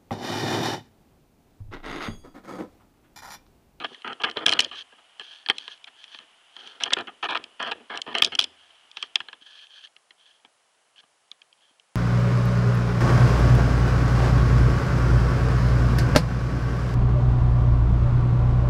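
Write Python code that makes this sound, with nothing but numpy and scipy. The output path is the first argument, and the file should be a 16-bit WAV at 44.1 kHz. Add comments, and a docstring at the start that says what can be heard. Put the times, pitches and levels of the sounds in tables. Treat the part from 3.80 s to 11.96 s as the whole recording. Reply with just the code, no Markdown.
"""A small camera is carried through a quiet garage, over room air and microphone hiss.
From the start fingers stick and slip on its plastic case in creaky rubs, and the case clicks.
Near 0.7 s low thuds lie under the hardest clicks, loose parts rattle and a small spring rings faintly.
Light slides of skin and sparse clicks follow, then more rubs and, near 4.5 s, two more thudding clicks.
Near 5.6 s the hand rests and a faint hiss, perhaps a motor, fades; slides, ticks and soft bumps remain."""
import sys
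import numpy as np
from scipy import signal
from scipy.fft import rfft, irfft, next_fast_len
from scipy.io import wavfile

SR = 44100
rng = np.random.default_rng(int(sys.argv[2]) if len(sys.argv) > 2 else 0)


def output_pcm(signal):
    """Save a mono or channel-first signal as 16-bit PCM at the path in sys.argv[1].

    Samples are clipped to [-1, 1] before scaling.
    """
    pcm = np.clip(np.atleast_2d(signal).T, -1, 1) * 32767
    wavfile.write(sys.argv[1], SR, np.round(pcm).astype(np.int16))


N = 359716
TIME = np.arange(N) / SR


# impacts on the case: (time [s], level [dB], relative knock below 2 kHz [dB])
CLICKS = [(0.044, -29, 2.5), (0.1454, -41, -9.5), (.22, -44.5, -19), (.3299, -34.5, -11),
          (0.4394, -26.5, -5), (0.5117, -34, -17.5), (0.57, -25.5, -2.5), (0.6633, -11, -24),
          (0.6813, -18, -8.5), (0.692, -16.5, -27.5), (.721, -21.5, -28), (0.725, -16, -13),
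          (0.7344, -19.5, -31), (0.7926, -11, -20), (0.8038, -17, -38.5), (0.8457, -24.5, -29),
          (1.3962, -32.5, -9.5), (1.6611, -32, -8.5), (1.6868, -23, -8.5), (1.6992, -14, -5.5),
          (1.7824, -28.5, -27), (1.8785, -32.5, -9), (2.0424, -38.5, -22), (2.24, -38, -18),
          (2.3457, -39.5, -7), (2.3877, -37.5, -14), (2.7647, -38, -9.5), (2.8736, -37, -19),
          (3.0359, -16.5, -32.5), (3.105, -32, -2.5), (3.1337, -12.5, -25.5), (3.1866, -31, -12),
          (3.6397, -34.5, -26), (3.8272, -31.5, -33), (4.1738, -28.5, -28.5), (4.2167, -25.5, -34),
          (4.351, -21.5, -3), (4.3835, -22, -30), (4.4221, -8.5, -15), (4.4468, -16, -45.5),
          (4.5515, -22.5, -31), (4.5916, -10.5, -26.5), (4.6413, -24, -36.5), (5.1139, -44, -37.5),
          (5.1698, -30, -11), (5.226, -23.5, -12.5), (5.3562, -13, -19.5), (5.403, -30.5, -4.5),
          (5.485, -37, -4.5), (5.5294, -39.5, -3), (6.1641, -46, -14), (6.3067, -46.5, -11),
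          (6.6481, -49, -1.5), (7.5147, -35.5, -19.5), (7.6171, -45.5, -19.5), (7.7276, -51.5, -25.5),
          (7.9972, -50.5, -27)]

def clicks(chatter_s=0.002, damping_s=0.017, size=200):
    """Impact excitation: plastic strikes plastic, chatters briefly and sets the case modes ringing."""
    out, modes = np.zeros(N), case_modes()
    modes = modes * np.exp(-TIME[:modes.shape[1]] / damping_s)   # the pressing finger damps the shell
    for s, db, knock_db in CLICKS + rattles() + ticks():
        force = 0.15 * rng.standard_normal(size) * np.exp(-TIME[:size] / chatter_s)
        force[0] += 1
        sound = through_case(force, modes, vary_db=3.5)
        knock = cut(cut(sound, "low", 1967, order=6), "high", 170)
        body = cut(sound, "band", [min(1600 - 19 * knock_db, 2800), 3800], order=4)
        snap = cut(cut(sound, "high", 4100, order=4), "low", 11000, order=6)
        snap_db = -19 - 0.44 * knock_db + 0.14 * db   # sharper with less knock and with more force
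        add(out, s, from_db(db) * blend([(knock, knock_db), (body, 0), (snap, snap_db)], size))
    return out


# finger strokes: (start [s], end [s], nominal level [dB], depth weight [dB], rasp weight [dB])
RUBS = [(0, 0.03, -35.5, -6, -7.5), (0.033, 0.066, -35.5, -10, -6), (0.106, .13, -54, 9, -20),
        (0.242, 0.33, -31, -9, -12), (0.398, 0.425, -32.5, -11, -8.5), (0.434, .452, -22.5, -13.5, -0.5),
        (.454, 0.501, -31, -8.5, -9.5), (.557, 0.646, -34.5, -1.5, -9.5), (0.657, 0.782, -32.5, -2.5, -4.5),
        (0.79, 0.864, -43.5, 2, 6), (0.911, 0.951, -40.5, -21, 1), (1.12, 1.138, -51, -7.5, -10),
        (1.179, 1.202, -55, -14, -6), (1.401, 1.421, -45, -7, 3), (2.069, 2.087, -47, -18, 3.5),
        (2.386, 2.44, -56, -5, 2), (2.767, 2.99, -54, -6.5, -9), (3.001, 3.049, -37.5, -9.5, 2.5),
        (3.053, 3.083, -31.5, -10.5, -0.5), (3.12, 3.14, -26, -12.5, -10), (3.165, 3.222, -31, -4, -9.5),
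        (3.27, 3.303, -38, -8, -8.5), (3.425, 3.47, -26.5, -15, -5.5), (3.485, 3.541, -26, -16.5, -7),
        (3.546, 3.577, -23.5, -24, -6.5), (3.794, 3.905, -29.5, -13, -6.5), (3.911, 3.932, -27.5, -15, -1),
        (3.998, 4.021, -57.5, 10, -10), (4.094, 4.2, -33, -12, -10.5), (4.262, 4.337, -38, -3, -8),
        (4.342, 4.405, -33, -3, 0.5), (4.419, 4.483, -41, 2, 3.5), (4.519, 4.56, -44, -0.5, 8),
        (4.598, 4.652, -45.5, -4, 8), (7.229, 7.244, -57, -16, -5)]

def rubs():
    """Friction on the case: finger strokes, a skid after each click, a creak before each loud thud."""
    out = np.zeros(N)
    for start, end, db, depth_db, rasp_db in RUBS:
        add(out, start, rub(end - start, db, depth_db, rasp_db))
    for s, db, knock_db in CLICKS:
        add(out, s, rub(0.016, db + knock_db - 10, depth_db=-8.5, rasp_db=3.5))
    for s, db, _ in THUDS:
        if db > LOUD_THUD_DB:
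            add(out, s - 0.004, rub(0.004, db=-21.5, depth_db=-13.5, rasp_db=5))
    return out


def rub(length_s, db, depth_db, rasp_db, rise_s=0.002, fall_s=0.008, sag_db=5.5, depth_hz=550):
    """Stick-slip friction: a fingertip catches, stutters and eases off; soft skin dulls each slip."""
    t = TIME[:int(length_s * SR)]
    pressure = np.minimum(1, t / rise_s + 0.3) * np.minimum(1, (length_s - t) / fall_s + 0.38)
    easing = from_db(1.95 * waver(t, per_s=133.3, size=64) - sag_db * t / length_s)
    force = pressure * easing * slips(len(t), per_s=1500, spread_db=3.5)
    shell = through_case(force, case_modes(), vary_db=2.5)
    grit = from_db(-27) * shell
    sound = cut(cut(shell, "low", 3400, order=7) + grit, "high", 80)
    # the way the finger lies sets the balance of the three bands
    depth = cut(sound, "low", depth_hz, order=4)
    body = cut(sound, "band", [0.93 * depth_hz, 2200], order=4)
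    rasp = cut(sound, "high", 2130, order=4)
    bands = [(depth, depth_db), (body, 0), (rasp, rasp_db + 1.5)]
    return from_db(db - 1.5) * rms(easing) * blend(bands, len(t))


# resonances of the plastic case: (frequency [Hz], bandwidth [Hz], relative gain [dB])
CASE_MODES = [(118, 56, -22), (244, 45, -9.5), (323.5, 56, -8), (433.4, 90, -6.5), (684, 58, -2.5),
              (791, 132, -2.5), (1010, 94, -1.5), (1208, 70, 5), (1351, 266, -1), (1667, 70, 1.5),
              (1798, 72, -2.5), (2213, 152, -6.5), (2430, 260, -4.5), (3080, 353, 5.5), (3334, 323, 3.5),
              (4080, 260, 1.5), (4575, 720, 0), (5467, 744, 1), (6350, 320, -4), (7080, 900, -11.5),
              (9560, 1400, -16.5)]

def case_modes(size=3000):
    """Normal modes: one damped sinusoid per row, dying faster the wider its bandwidth."""
    hz, width_hz, db = np.transpose(CASE_MODES)[:, :, None]
    t = TIME[:size]
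    return from_db(db) * width_hz * np.exp(-np.pi * width_hz * t) * np.cos(2 * np.pi * hz * t)


def through_case(force, modes, vary_db):
    """Modal superposition: each point of contact drives the modes with strengths of its own."""
    strengths = from_db(vary_db * rng.standard_normal(len(modes))) * (-1) ** np.arange(len(modes))
    return signal.fftconvolve(force, strengths @ modes)


# low thuds under the hardest clicks, and a few soft bumps: (time [s], level [dB], frequency [Hz])
THUDS = [(.663, -41, 110), (.793, -34, 101), (3.135, -53.5, 95), (4.423, -32, 121), (4.591, -37, 112),
         (5.617, -53, 300), (6.675, -63, 260), (7.189, -66, 210), (7.24, -58, 232), (7.91, -59, 283)]
LOUD_THUD_DB = -49   # a thud above this level comes with a creak and a rattle

def thuds(thud_t60_s=0.031, boom_hz=84, boom_t60_s=0.82):
    """Damped sinusoids: thud and faint boom under the hardest clicks, likely overload, and soft bumps."""
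    out, t = np.zeros(N), TIME[:SR]
    for s, db, hz in THUDS:
        thud = cut(np.sin(2 * np.pi * hz * t) * decay(t, thud_t60_s), "high", 0.5 * hz)
        boom = from_db(db + 6) * np.sin(2 * np.pi * boom_hz * t) * decay(t, boom_t60_s)
        add(out, s, from_db(db) * (thud + boom))
    return out


def rattles(count=5, bounce_s=0.0098, loss_db=2.5, knock_db=-33):
    """Inelastic collisions: loose parts bounce ever weaker after the hardest clicks; rows as in CLICKS."""
    rows = []
    for s, db, _ in THUDS:
        scatter = rng.standard_normal((count, 2))
        if db > LOUD_THUD_DB:
            for k, (late, hard) in enumerate(scatter):
                delay_s = bounce_s * (k + 1 + 0.15 * late)
                rows.append((s + delay_s, -24.5 - loss_db * k + 4.5 * hard, knock_db))
    return rows


# light slides of the hand: (start [s], end [s], level [dB])
SLIDES = [(0.045, 0.239, -55.5), (0.862, 0.963, -47), (0.944, 1.033, -39.5), (1.375, 1.679, -47.5),
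          (1.74, 1.978, -48.5), (2.135, 2.474, -54), (2.713, 3.02, -49.5), (4.72, 5.06, -59),
          (5.147, 5.284, -48), (5.606, 5.89, -48.5), (5.878, 6.098, -50), (6.37, 6.6, -60.5),
          (7.16, 7.213, -51), (7.767, 7.975, -64.5)]
# spectrum of skin sliding on plastic: (frequency [Hz], relative spectral density [dB])
SLIDE_SPECTRUM = [(100, -56), (250, -30.5), (700, -20), (1400, -12.5), (1720, -0.5), (2000, -22),
                  (2500, -8.5), (2800, -6.5), (3180, 7), (3800, -10), (4400, -8.5), (5100, -18),
                  (6400, -17.5), (7100, -35.5)]

def slides(waver_db=5.0):
    """Sliding friction: dry skin hisses over the shell, swelling and fading with the stroke's speed."""
    speed = np.zeros(N)
    for start, end, db in SLIDES:
        phase = np.linspace(0, np.pi, int((end - start) * SR))
        add(speed, start, from_db(db) * np.abs(np.sin(phase)) ** 0.8)
    flicker = from_db(waver_db * waver(TIME, per_s=45, size=1000))
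    return speed * flicker * coloured(slips(N, per_s=3500, spread_db=3.5), SLIDE_SPECTRUM)


def ticks(per_slide=4, spread_db=2.5, knock_db=-20.5):
    """Asperity contact: sliding skin catches, and a grain ticks under each rub; rows as in CLICKS."""
    catches = [(start, end, db - 3) for start, end, db in SLIDES for _ in range(per_slide)]
    grains = [(start, end, db - 7.5) for start, end, db, _, _ in RUBS]
    return [(start + (end - start) * rng.random(), db + spread_db * rng.standard_normal(), knock_db)
            for start, end, db in catches + grains]


# modes of the small spring inside: (frequency [Hz], relative gain [dB], 60 dB decay time [s])
SPRING_MODES = [(2842, -60.5, .6), (3060, -65, 1.1), (4323, -59, .6), (5055, -47.5, .4), (5170, -51, .34),
                (7500, -47.5, .5)]

def spring(shake, coupling_db=-26.5):
    """Sympathetic resonance: a light metal part, shaken by the case, rings on after it."""
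    out = np.zeros(N)
    for hz, db, t60_s in SPRING_MODES:
        radius, angle = decay(1 / SR, t60_s), 2 * np.pi * hz / SR
        feedback = [1, -2 * radius * np.cos(angle), radius ** 2]
        out += from_db(db + coupling_db) * signal.lfilter([0, np.sin(angle)], feedback, shake + 1e-18)
    return out


# rumble of the grip: (frequency [Hz], relative spectral density [dB])
GRIP_SPECTRUM = [(30, -33), (55, -16.5), (85, -3), (135, -14.5), (250, 8.5), (450, 7), (900, -5),
                 (2000, -8), (4000, -41.5)]

def grip(rubbing, settle_s=(5.53, 5.7), release_s=0.055):
    """Friction noise: the grip rumbles until the hand rests, and swells with each rub."""
    carried = np.interp(TIME, settle_s, [1, 0])
    pole = np.exp(-1 / (release_s * SR))
    effort = signal.lfilter([1 - pole], [1, -pole], np.abs(rubbing) + 1e-18)
    gain = from_db(-82) * carried + from_db(-16.5) * effort
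    return gain * coloured(slips(N, per_s=900, spread_db=6.0), GRIP_SPECTRUM)


# faint hiss, strongest near 3 kHz: (frequency [Hz], relative spectral density [dB])
HISS_SPECTRUM = [(300, -27.5), (560, -25.5), (660, -9.5), (1200, -10.5), (2100, -12.5), (2600, -10.5),
                 (2980, -2), (3300, -8.5), (4000, -20.5), (6000, -27.5), (11000, -33)]

def faint_hiss(fade_s=(5.53, 5.7), levels_db=(-59.5, -75.5)):
    """Filtered noise: a faint steady hiss, perhaps a small camera motor, fades near 5.6 s."""
    return from_db(np.interp(TIME, fade_s, levels_db)) * coloured(rng.standard_normal(N), HISS_SPECTRUM)


def garage(x, t60_s=0.36, build_s=0.0095, wall_hz=3200, size=30000):
    """Reverberation: reflections from wooden walls and a concrete floor merge into a dull tail."""
    t = TIME[:size]
    tail = rng.standard_normal(size) * decay(t, t60_s) * np.minimum(1, t / build_s)
    tail /= rms(tail) * np.sqrt(size)   # unit energy
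    return cut(signal.fftconvolve(x, tail)[:N], "low", wall_hz, order=1)


# room air and microphone hiss: (frequency [Hz], relative spectral density [dB])
AIR_SPECTRUM = [(29, -75.5), (50, -56), (108, -19), (271, -17.5), (461, -9.5), (646, -6), (765, -5.5),
                (1100, -7.5), (3850, -15.5), (10900, -16.5), (12600, -37), (16000, -38)]

def air(level_db=-67):
    """Stationary broadband noise: room air and microphone hiss form a steady floor."""
    return from_db(level_db) * coloured(rng.standard_normal(N), AIR_SPECTRUM)


def from_db(db):
    """Amplitude ratio of a level in decibels."""
    return 10 ** (np.asarray(db) / 20)


def rms(x):
    """Root-mean-square amplitude."""
    return np.sqrt(np.mean(x ** 2) + 1e-20)


def decay(t, t60_s):
    """Exponential decay by 60 dB in t60_s."""
    return np.exp(-np.log(1000) * t / t60_s)


def cut(x, kind, edge_hz, order=2):
    """Butterworth low-, high- or band-pass."""
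    return signal.sosfilt(signal.butter(order, edge_hz, kind, fs=SR, output="sos"), x)


def add(track, s, sound):
    """Superposition: mix a sound into the track at s seconds."""
    at = int(s * SR)
    track[at:at + len(sound)] += sound[:max(N - at, 0)]


def blend(parts, size):
    """Sum (sound, dB) pairs, each with the energy of that level held for size samples."""
    return sum(from_db(db) * part * np.sqrt(size / (np.sum(part ** 2) + 1e-20)) for part, db in parts)


def coloured(x, spectrum):
    """Spectral shaping of a steady sound, scaled to unit rms."""
    hz, db = np.transpose(spectrum)
    size = next_fast_len(N)
    bins_hz = np.maximum(np.fft.rfftfreq(size, 1 / SR), 1)
    gain = from_db(np.interp(np.log(bins_hz), np.log(hz), db))
    out = irfft(rfft(x, size) * gain, size)[:N]
    return out / rms(out)


def slips(size, per_s, spread_db):
    """Poisson impulse train: tiny stick-slip releases of uneven size."""
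    impulses = (rng.random(size) < per_s / SR) * rng.choice([-1, 1], size)
    return impulses * from_db(spread_db * rng.standard_normal(size))


def waver(t, per_s, size):
    """Random modulation: straight lines join per_s random values a second."""
    return np.interp(t * per_s, np.arange(size), rng.standard_normal(size))


def scene():
    """Two transmission paths: handling reaches the microphone through the case, faintly via the room."""
    rubbing, clicking = rubs(), clicks()
    room = from_db(-19) * garage(rubbing) + from_db(-27) * garage(clicking)
    background = room + air()
    close = clicking + rubbing + thuds() + slides() + spring(clicking) + faint_hiss() + grip(rubbing)
    return (close + background)[None]


def record(dry, mic_top_hz=11200, overload=0.76, floor_db=-94):
    """Saturation: the microphone lacks the top octave, but the hardest clicks overload and spill into it."""
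    heard = signal.sosfilt(signal.ellip(8, 0.5, 60, mic_top_hz, fs=SR, output="sos"), dry)
    rounded = heard / (1 + (heard / overload) ** 12) ** (1 / 12)
    return cut(rounded + from_db(floor_db) * rng.standard_normal(N), "low", 16300, order=16)


dry = scene()
out = record(dry)
output_pcm(out)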